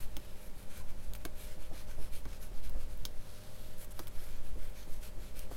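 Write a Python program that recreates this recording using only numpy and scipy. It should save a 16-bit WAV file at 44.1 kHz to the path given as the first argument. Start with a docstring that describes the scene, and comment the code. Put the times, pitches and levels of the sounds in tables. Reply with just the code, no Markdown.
"""Burnishing a sticker

A plastic burnisher scrubs to and fro over a sticker on a paper page that lies on a desk mat.
Each stroke drags over the fibres with a rasp and a gritty hiss, and the edge gives a few tiny squeaks.
Tool and fingernails tick on the page; tool and hand bump the desk through the mat.
A fan hums in the small room, and a deep rumble drifts under everything."""
import sys
import numpy as np
from scipy import signal
from scipy.fft import rfft, irfft, next_fast_len
from scipy.io import wavfile
from scipy.ndimage import uniform_filter1d

SR = 44100
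rng = np.random.default_rng(int(sys.argv[2]) if len(sys.argv) > 2 else 0)


def waveform_to_disk(signal):
    """Save audio, clipped to [-1, 1], as 16-bit WAV at the path in sys.argv[1]."""
    frames = np.transpose(np.atleast_2d(signal))
    scaled = np.clip(frames, -1, 1) * 32767
    samples = np.round(scaled).astype(np.int16)
    wavfile.write(sys.argv[1], SR, samples)


N = 245455
TIME = np.arange(N) / SR

# one-off wipes and quick skids: middle t/s, length/s, level/dB, hiss over rasp/dB, page f/Hz
WIPES = [(0.001, 0.17, -54, 0, 2800), (.25, 0.52, -63.5, -3.5, 2700), (0.254, .025, -60, -3, 2700),
         (0.438, 0.18, -60, 0.5, 2400), (0.604, 0.13, -58.5, -2.5, 2400), (0.76, 0.18, -54.5, -3.5, 2400),
         (0.902, 0.068, -58, -5.5, 2400), (1.04, 0.18, -62, -4, 2400), (1.158, 0.029, -54, 0.5, 2400),
         (1.215, 0.055, -64, -2, 2400), (1.42, 0.16, -55, 0.5, 2330), (3.013, 0.061, -66, 0, 3300),
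         (3.359, 0.52, -61, -2, 3870), (3.623, 0.44, -61.5, -0.5, 3600), (3.817, 0.1, -54, 1, 1230),
         (3.916, 0.03, -59.5, 5, 1250), (4.005, 0.16, -58, -1.5, 1200), (4.08, 0.016, -53.5, 5, 1200),
         (4.232, 0.28, -58, -1.5, 2410), (5.034, 0.022, -53, -2, 5300), (5.548, 0.11, -55.5, -3, 1500)]
# scrubbing, a row per round trip: start t/s, length/s, push level/dB, pull level/dB,
# push hiss over rasp/dB, pull hiss over rasp/dB
ROUND_TRIPS = [(1.435, 0.28, -57, -58.5, -4, -3.5), (1.712, 0.28, -53.5, -58, -4, -3.5),
               (1.961, 0.28, -58.5, -54.5, -1, -0.5), (2.262, 0.25, -56, -55.5, -6, -2),
               (2.517, 0.2, -60.5, -56, -4.5, -3), (2.754, 0.24, -58.5, -61, -5, -3),
               (4.271, .285, -58, -58, -6, -3.5), (4.555, 0.35, -57.5, -56.5, -4, -5),
               (4.861, 0.27, -59, -54.5, 0.5, -1.5), (5.165, 0.33, -59, -54, -5, -2.5)]
# a long push, then a quicker pull: middle/trip, length/trip, fastest point/stroke, page f/Hz
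PUSH_AND_PULL = [(.26, .54, 0.51, 2290), (.73, .42, 0.36, 2450)]
def strokes():
    """The hand's moves: single wipes, fastest halfway, and the push and pull of each round trip."""
    for wipe in WIPES:
        yield *wipe, .5
    for start, trip_s, push_db, pull_db, *hiss_dbs in ROUND_TRIPS:
        for shape, db, hiss_db in zip(PUSH_AND_PULL, (push_db, pull_db), hiss_dbs):
            middle, length, fastest, hz = shape
            yield start + middle * trip_s, length * trip_s, db, hiss_db, hz, fastest


# EQ of the rasp, the body of a stroke: f/Hz, level/dB
RASP_EQ = [(200, -4), (500, -4.5), (1000, -7), (1500, 0.5), (2000, -5.5), (3500, -2), (4600, -4),
           (5600, -6), (7500, -11.5), (10000, -18.5), (16000, -46)]
# EQ of the bright hiss on top: f/Hz, level/dB
HISS_EQ = [(2000, -39), (5500, -6.5), (7400, 0), (8800, 3), (10000, 4.5), (11900, 5), (13500, 1.5),
           (16000, -7.5)]
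# resonances of the tool pressed on the page: f/Hz, width/Hz, level/dB
TOOL_RESONANCES = [(1550, 760, -11.5), (2330, 350, -8), (3210, 260, -13), (4230, 480, -7.5),
                   (5250, 360, -10.5), (6120, 330, -3.5)]
def rubbing():
    """The tool drags over fibres: pressure gives a rasp, the light edge a high, gritty hiss."""
    rasp, hiss = np.zeros((2, N))
    patch_hz = np.geomspace(800, 16000, num=20)
    for middle, length, db, hiss_db, page_hz, fastest in strokes():
        span = np.abs(TIME - middle) < length / 2
        progress = (TIME[span] - middle) / length + .5
        ramp = np.interp(progress, [0, fastest, 1], [0, 1, 0])
        speed = np.sin(np.pi / 2 * ramp) ** 1.24
        # each stroke meets another patch of paper with its own colour
        patch_eq = np.transpose([patch_hz, 2 * rng.standard_normal(len(patch_hz))])
        slips = colour(fibres(per_s=9000, spread_db=0.1)[:len(speed)], patch_eq)
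        grit = fibres(per_s=690, spread_db=-3.5)[:len(speed)]  # coarse specks crackle
        drag = speed * level(slips, 0)
        # the page resonates at a pitch set by where it is pressed
        rasp[span] += undb(db) * resonate(drag, [(page_hz, 0.21 * page_hz, -6)])
        hiss[span] += undb(db + hiss_db) * (drag + undb(-13) * speed * grit)
    grip = undb(wander(130))  # the edge judders over ridges of paint and sticker
    body = undb(4) * resonate(colour(rasp, RASP_EQ), TOOL_RESONANCES)
    return grip * (body + colour(hiss, HISS_EQ))


def fibres(per_s, spread_db):
    """One second of tiny, uneven slips as paper fibres catch and let go."""
    slips = (rng.random(SR) < per_s / SR) * rng.standard_normal(SR)
    size_db = spread_db * np.minimum(rng.exponential(size=SR), 5)
    return level(slips * undb(size_db), 0)


# chirps of the edge on the sticker: middle t/s, length/s, f/Hz, level/dB
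SQUEAKS = [(.783, .016, 13200, -62), (.812, .028, 1090, -55.5), (1.178, 0.016, 13200, -56)]
def squeaks(wobble_hz=90):
    """For a moment the edge sticks and slips at an almost even rate."""
    out = np.zeros(N)
    for middle, length, hz, db in SQUEAKS:
        swell = np.cos(np.pi * np.clip((TIME - middle) / length, -.5, .5))
        phase = 2 * np.pi * np.cumsum(hz + wobble_hz * wander(540)) / SR
        out += undb(db) * swell * np.sin(phase)
    return out


# the tool is set down, a tick layered with a bump: t/s, tick level/dB, tilt/dB per two octaves,
# snap f/Hz, ping f/Hz, ping level/dB, bump level/dB, bump tilt/dB per octave, knock f/Hz,
# settling knock over bump/dB, settling f/Hz
TOOL_TAPS = [(0.1677, -26.5, 3, 2960, 13500, -7, -55.5, 0, 600, 3, 310),
             (1.252, -24, -4.5, 3440, 10000, 1, -48.5, -1.5, 594, -3, 240),
             (2.2544, -40, -10, 2000, 11000, -20, -56.5, -0.5, 600, 4, 240),
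             (3.053, -22.5, 1.5, 3730, 5500, 5, -56, -1, 250, -6, 160),
             (3.993, -30.5, 3.5, 3730, 13000, 0, -49.5, 8.5, 1140, 0, 432),
             (5.5133, -66, -11, 2010, 12000, -18, -52, 2, 620, -4.5, 340)]
# light fingernail clicks: t/s, level/dB, tilt/dB per two octaves, snap f/Hz, ping f/Hz,
# ping level/dB, ring level/dB
NAIL_CLICKS = [(0.7757, -42.5, 8, 11000, 13200, 0, -8.5), (1.136, -30.5, 3, 3400, 6840, -6, -13),
               (1.1365, -41, 9, 6800, 11900, 5, -10), (1.1514, -34.5, -2, 2360, 14200, 10, -11.5),
               (2.6958, -37.5, 0, 5370, 12500, 3, -8), (2.9746, -46, 8, 13000, 13500, -3, -7),
               (3.437, -45, 0, 4030, 12000, -3, -7), (3.8465, -39, 5, 9000, 13500, 0, -4),
               (4.0714, -36, -3, 3150, 13000, 11, -7), (5.393, -30.5, 2, 8300, 12500, -6, -11)]
# ring of tool and page: f/Hz, level/dB, t60/s
RING_MODES = [(1164, 2, 0.051), (1550, 9.5, 0.017), (2262, -1, 0.073), (3420, 1.5, 0.016), (3680, 1, 0.011),
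              (3910, 2, 0.016), (5400, 0.5, 0.013), (6440, 1.5, 0.029), (9600, -4, 0.026),
              (12300, 9, 0.0068), (13500, -1, 0.019)]
# EQ of a tick: f/Hz, level/dB
TICK_EQ = [(200, -24.5), (900, -0.5), (2000, -2), (3600, 0), (5400, -0.5), (8500, -1.5), (12000, 0),
           (16000, 3)]
def ticks(tap_ring_db=-6, ping_width_hz=1900):
    """A hard contact snaps once, rings tool and page, and scatters off the things on the desk."""
    out, t = np.zeros(N), TIME[:4096]
    contacts = [(*tap[:6], tap_ring_db) for tap in TOOL_TAPS] + list(NAIL_CLICKS)
    for start, db, tilt_db, snap_hz, ping_hz, ping_db, ring_db in contacts:
        snap = 0.34 * rng.standard_normal(len(t)) * fade(t, t60=0.0019)
        snap[0] = 1
        snap /= np.linalg.norm(snap)
        # every place of contact detunes and weights the modes a little differently
        detunes = .012 * rng.standard_normal(len(RING_MODES))
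        weights_db = 2 * rng.standard_normal(len(RING_MODES))
        ring = sum(undb(mode_db + weight_db) * fade(t, t60) * np.sin(2 * np.pi * hz * (1 + detune) * t)
                   for (hz, mode_db, t60), detune, weight_db in zip(RING_MODES, detunes, weights_db))
        scatter = rng.standard_normal(len(t)) * fade(t, t60=0.043)
        hit = undb(5.5) * snap + undb(ring_db) * (undb(-23) * ring + undb(-13.5) * scatter)
        # the way the edge lands colours the snap; a thin, high ping sits on top
        hit = resonate(hit, [(snap_hz, 0.34 * snap_hz, 2), (ping_hz, ping_width_hz, ping_db)])
        add(out, start, undb(db) * colour(hit, TICK_EQ, tilt_db=tilt_db / 2, pivot_hz=6940))
    return out


# soft bumps as the tool turns or the hand shifts: t/s, level/dB, tilt/dB per octave, knock f/Hz
TURNS = [(1.576, -59, -3.5, 350), (1.71, -53.5, -2, 716), (1.881, -61, 6, 700), (1.983, -53.5, -3.5, 730),
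         (2.042, -66, -2.5, 403), (2.514, -58.5, 2.5, 322), (2.749, -55.5, 1, 560), (3.177, -68, -6, 380),
         (4.556, -55.5, -3, 500), (4.869, -58, -4.5, 523), (5.169, -56.5, -2.5, 260)]
def knocks(settle_s=.007, settle_tilt_db=-1):
    """Every tap and turn knocks twice: the tool lands, then settles into the mat at a lower pitch."""
    tap_shudder, turn_shudder = (-21, 0.049), (-5, 0.15)  # level/dB, t60/s
    landings = [(tap[0], *tap[6:], tap_shudder) for tap in TOOL_TAPS]
    landings += [(start, db, tilt_db, hz, -4, 0.54 * hz, turn_shudder)
                 for start, db, tilt_db, hz in TURNS]
    for start, db, tilt_db, hz, settle_db, settle_hz, shudder in landings:
        yield start, db, tilt_db, hz, *shudder
        yield start + settle_s, db + settle_db, settle_tilt_db, settle_hz, *shudder


# EQ of a muffled bump: f/Hz, level/dB
BUMP_EQ = [(40, -32), (120, 0.5), (240, 1.5), (400, -0.5), (750, -4.5), (1300, -15), (2500, -30),
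           (6000, -34.5), (16000, -82)]
# dead ring of the desk under its mat: f/Hz, width/Hz, level/dB
DESK_RESONANCES = [(258, 50, -3.5), (343, 44, -0.5), (810, 100, -9), (1190, 59, 3.5)]
def bumps(rms_span_s=.03):
    """The tool pushes the page into the mat: a dull knock and a short shudder."""
    out, t = np.zeros(N), TIME[:8192]
    for start, db, tilt_db, hz, shudder_db, t60 in knocks():
        push = undb(shudder_db) * rng.standard_normal(len(t)) * fade(t, t60)
        push[0] += 1
        muffled = colour(push, BUMP_EQ, tilt_db=tilt_db, pivot_hz=404)
        spot = (hz, 0.44 * hz, 1.5)  # a broad pitch set by where the tool presses
        knock = resonate(muffled, [*DESK_RESONANCES, spot])
        rms = np.sqrt(np.sum(knock ** 2) / (rms_span_s * SR))
        add(out, start, undb(db) * knock / rms)
    return out


# thuds of the heel of the hand: middle t/s, length/s, level/dB
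HAND_THUDS = [(0.798, 0.24, -55.5), (1.429, 0.1095, -55.5), (1.998, .08, -51.5), (2.271, 0.0795, -55),
              (2.725, 0.32, -63), (3.037, 0.058, -53), (4.57, 0.098, -61)]
# EQ of the desk's low end: f/Hz, level/dB
DESK_BASS_EQ = [(20, -22), (50, 5.5), (95, 8), (130, -4.5), (220, -32.5), (600, -46), (2000, -82)]
def thuds():
    """The soft heel of the hand rolls onto the mat and stirs only the bass of the desk."""
    out = np.zeros(N)
    for middle, length, db in HAND_THUDS:
        swell = np.hanning(int(length * SR))
        bass = colour(rng.standard_normal(SR // 2), DESK_BASS_EQ)[-len(swell):]
        add(out, middle - length / 2, level(swell * bass, db))
    return out


# fan tones: multiple of the shaft rate, level/dB
FAN_TONES = [(9, -96), (10, -76.5), (11, -66.5), (12, -70.5), (13, -65), (16, -85), (17, -80.5), (20, -80)]
# motor hum: f/Hz, level/dB
MOTOR_HUM = [(98, -59), (199.8, -64.5)]
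# EQ of the moving air: f/Hz, level/dB
AIR_EQ = [(80, 4), (130, 4.5), (180, 0), (250, -1), (300, -5), (380, -1), (460, -5.5), (600, -7),
          (700, -9.5), (830, -8), (1100, -12), (2000, -15), (6000, -21.5), (12000, -21.5), (16000, -28)]
def fan(shaft_hz=46.95):
    """Harmonics of the turning shaft and the motor's hum waver over a rush of air."""
    shaft = 2 * np.pi * shaft_hz * np.cumsum(1 + 0.00282 * wander(12)) / SR
    tones = sum(undb(db + 2 * wander(9.8)) * np.sin(harmonic * shaft + 2 * np.pi * rng.random())
                for harmonic, db in FAN_TONES)
    hum = sum(undb(db + 2.2 * wander(3.3)) * np.sin(2 * np.pi * hz * TIME + 0.52 * wander(10))
              for hz, db in MOTOR_HUM)
    air = level(colour(rng.standard_normal(N), AIR_EQ), db=-56)
    return tones + hum + air


# how heavily the hands lean on the desk: t/s, level/dB
HAND_LEAN = [(0, 1.5), (.4, -5), (1.0, -0.5), (2.2, -1), (2.7, 3.5), (3.02, 1.5), (3.12, -3.5), (3.5, -7),
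             (4.6, 1.5), (4.95, -1.5), (5.57, -0.5)]
# EQ of the sub-bass bed: f/Hz, level/dB
RUMBLE_EQ = [(1, -1), (4, -1.5), (9, 0.5), (15, -12), (25, -23), (45, -19.5), (60, -31), (82, -38.5),
             (110, -38), (200, -64.5), (500, -90), (2000, -120)]
def rumble(surge_db=3.5, surge_s=.017):
    """A deep rumble grows when the hands lean on the desk and surges at every bump."""
    surges = np.max([np.exp(-((TIME - start) / surge_s) ** 2) for start, *_ in knocks()], axis=0)
    lean_db = np.interp(TIME, *np.transpose(HAND_LEAN))
    bed = colour(rng.standard_normal(N), RUMBLE_EQ)
    return level(bed * undb(lean_db + surge_db * surges), db=-31.5)


def room(x, wet_db, t60):
    """Nearby walls return a short, soft tail after a 6 ms pre-delay."""
    t = TIME[:16384]
    reflections = rng.standard_normal(len(t)) * fade(t, t60) * (t > .006)
    tail = colour(reflections, [(200, -8), (1000, 8.5), (3000, 7.5), (15000, 3.5)])
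    return x + undb(wet_db) * signal.fftconvolve(x, tail / np.linalg.norm(tail))[:N]


def resonate(x, modes):
    """The direct sound plus resonances given as (f/Hz, width/Hz, level/dB)."""
    return x + sum(undb(db) * signal.lfilter(*signal.iirpeak(hz, hz / width, fs=SR), x)
                   for hz, width, db in modes)


def colour(x, points, tilt_db=0, pivot_hz=1000):
    """Minimum-phase EQ through (f/Hz, level/dB) points, tilted by dB per octave."""
    size = 2 * next_fast_len(len(x))
    hz = np.maximum(np.arange(size // 2 + 1) * SR / size, .5)
    point_hz, point_db = np.transpose(points)
    gain_db = np.interp(np.log(hz), np.log(point_hz), point_db)
    gain_db += tilt_db * np.log2(np.maximum(hz, point_hz[0]) / pivot_hz)
    cepstrum = irfft(gain_db * np.log(10) / 20)
    cepstrum[1:size // 2] *= 2  # folded forward, so nothing rings ahead of an attack
    cepstrum[size // 2 + 1:] = 0
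    return irfft(rfft(x, size) * np.exp(rfft(cepstrum)))[:len(x)]


def wander(rate_hz):
    """Smooth random modulation with unit rms."""
    hold = max(int(SR / rate_hz), 1)
    steps = np.repeat(rng.standard_normal(N // hold + 1), hold)
    return level(uniform_filter1d(uniform_filter1d(steps, hold), hold)[:N], 0)


def fade(t, t60):
    """Exponential decay, 60 dB down after t60."""
    return np.exp(-np.log(1000) * t / t60)


def undb(db):
    """Decibels to gain."""
    return 10 ** (np.asarray(db) / 20)


def level(x, db):
    """Scale to an rms level."""
    return x * undb(db) / np.sqrt(np.mean(x ** 2))


def add(out, start_s, sound):
    """Mix a sound in at a time."""
    i = max(int(start_s * SR), 0)
    out[i:i + len(sound)] += sound[:max(N - i, 0)]


def scene():
    """Handwork on the desk in a small room, over fan and rumble, in mono."""
    handwork = rubbing() + squeaks() + ticks() + bumps() + thuds()
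    return (room(handwork, wet_db=-16, t60=0.12) + fan() + rumble())[None]


def record(dry):
    """The sound eases in and out over 6 ms, and a steep low-pass cuts the top."""
    ease = np.clip(np.minimum(TIME, TIME[-1] - TIME) / .006, 0, 1)
    top_hz = 15900
    return signal.sosfilt(signal.ellip(10, .2, 70, top_hz, fs=SR, output="sos"), dry * ease)


dry = scene()
out = record(dry)
waveform_to_disk(out)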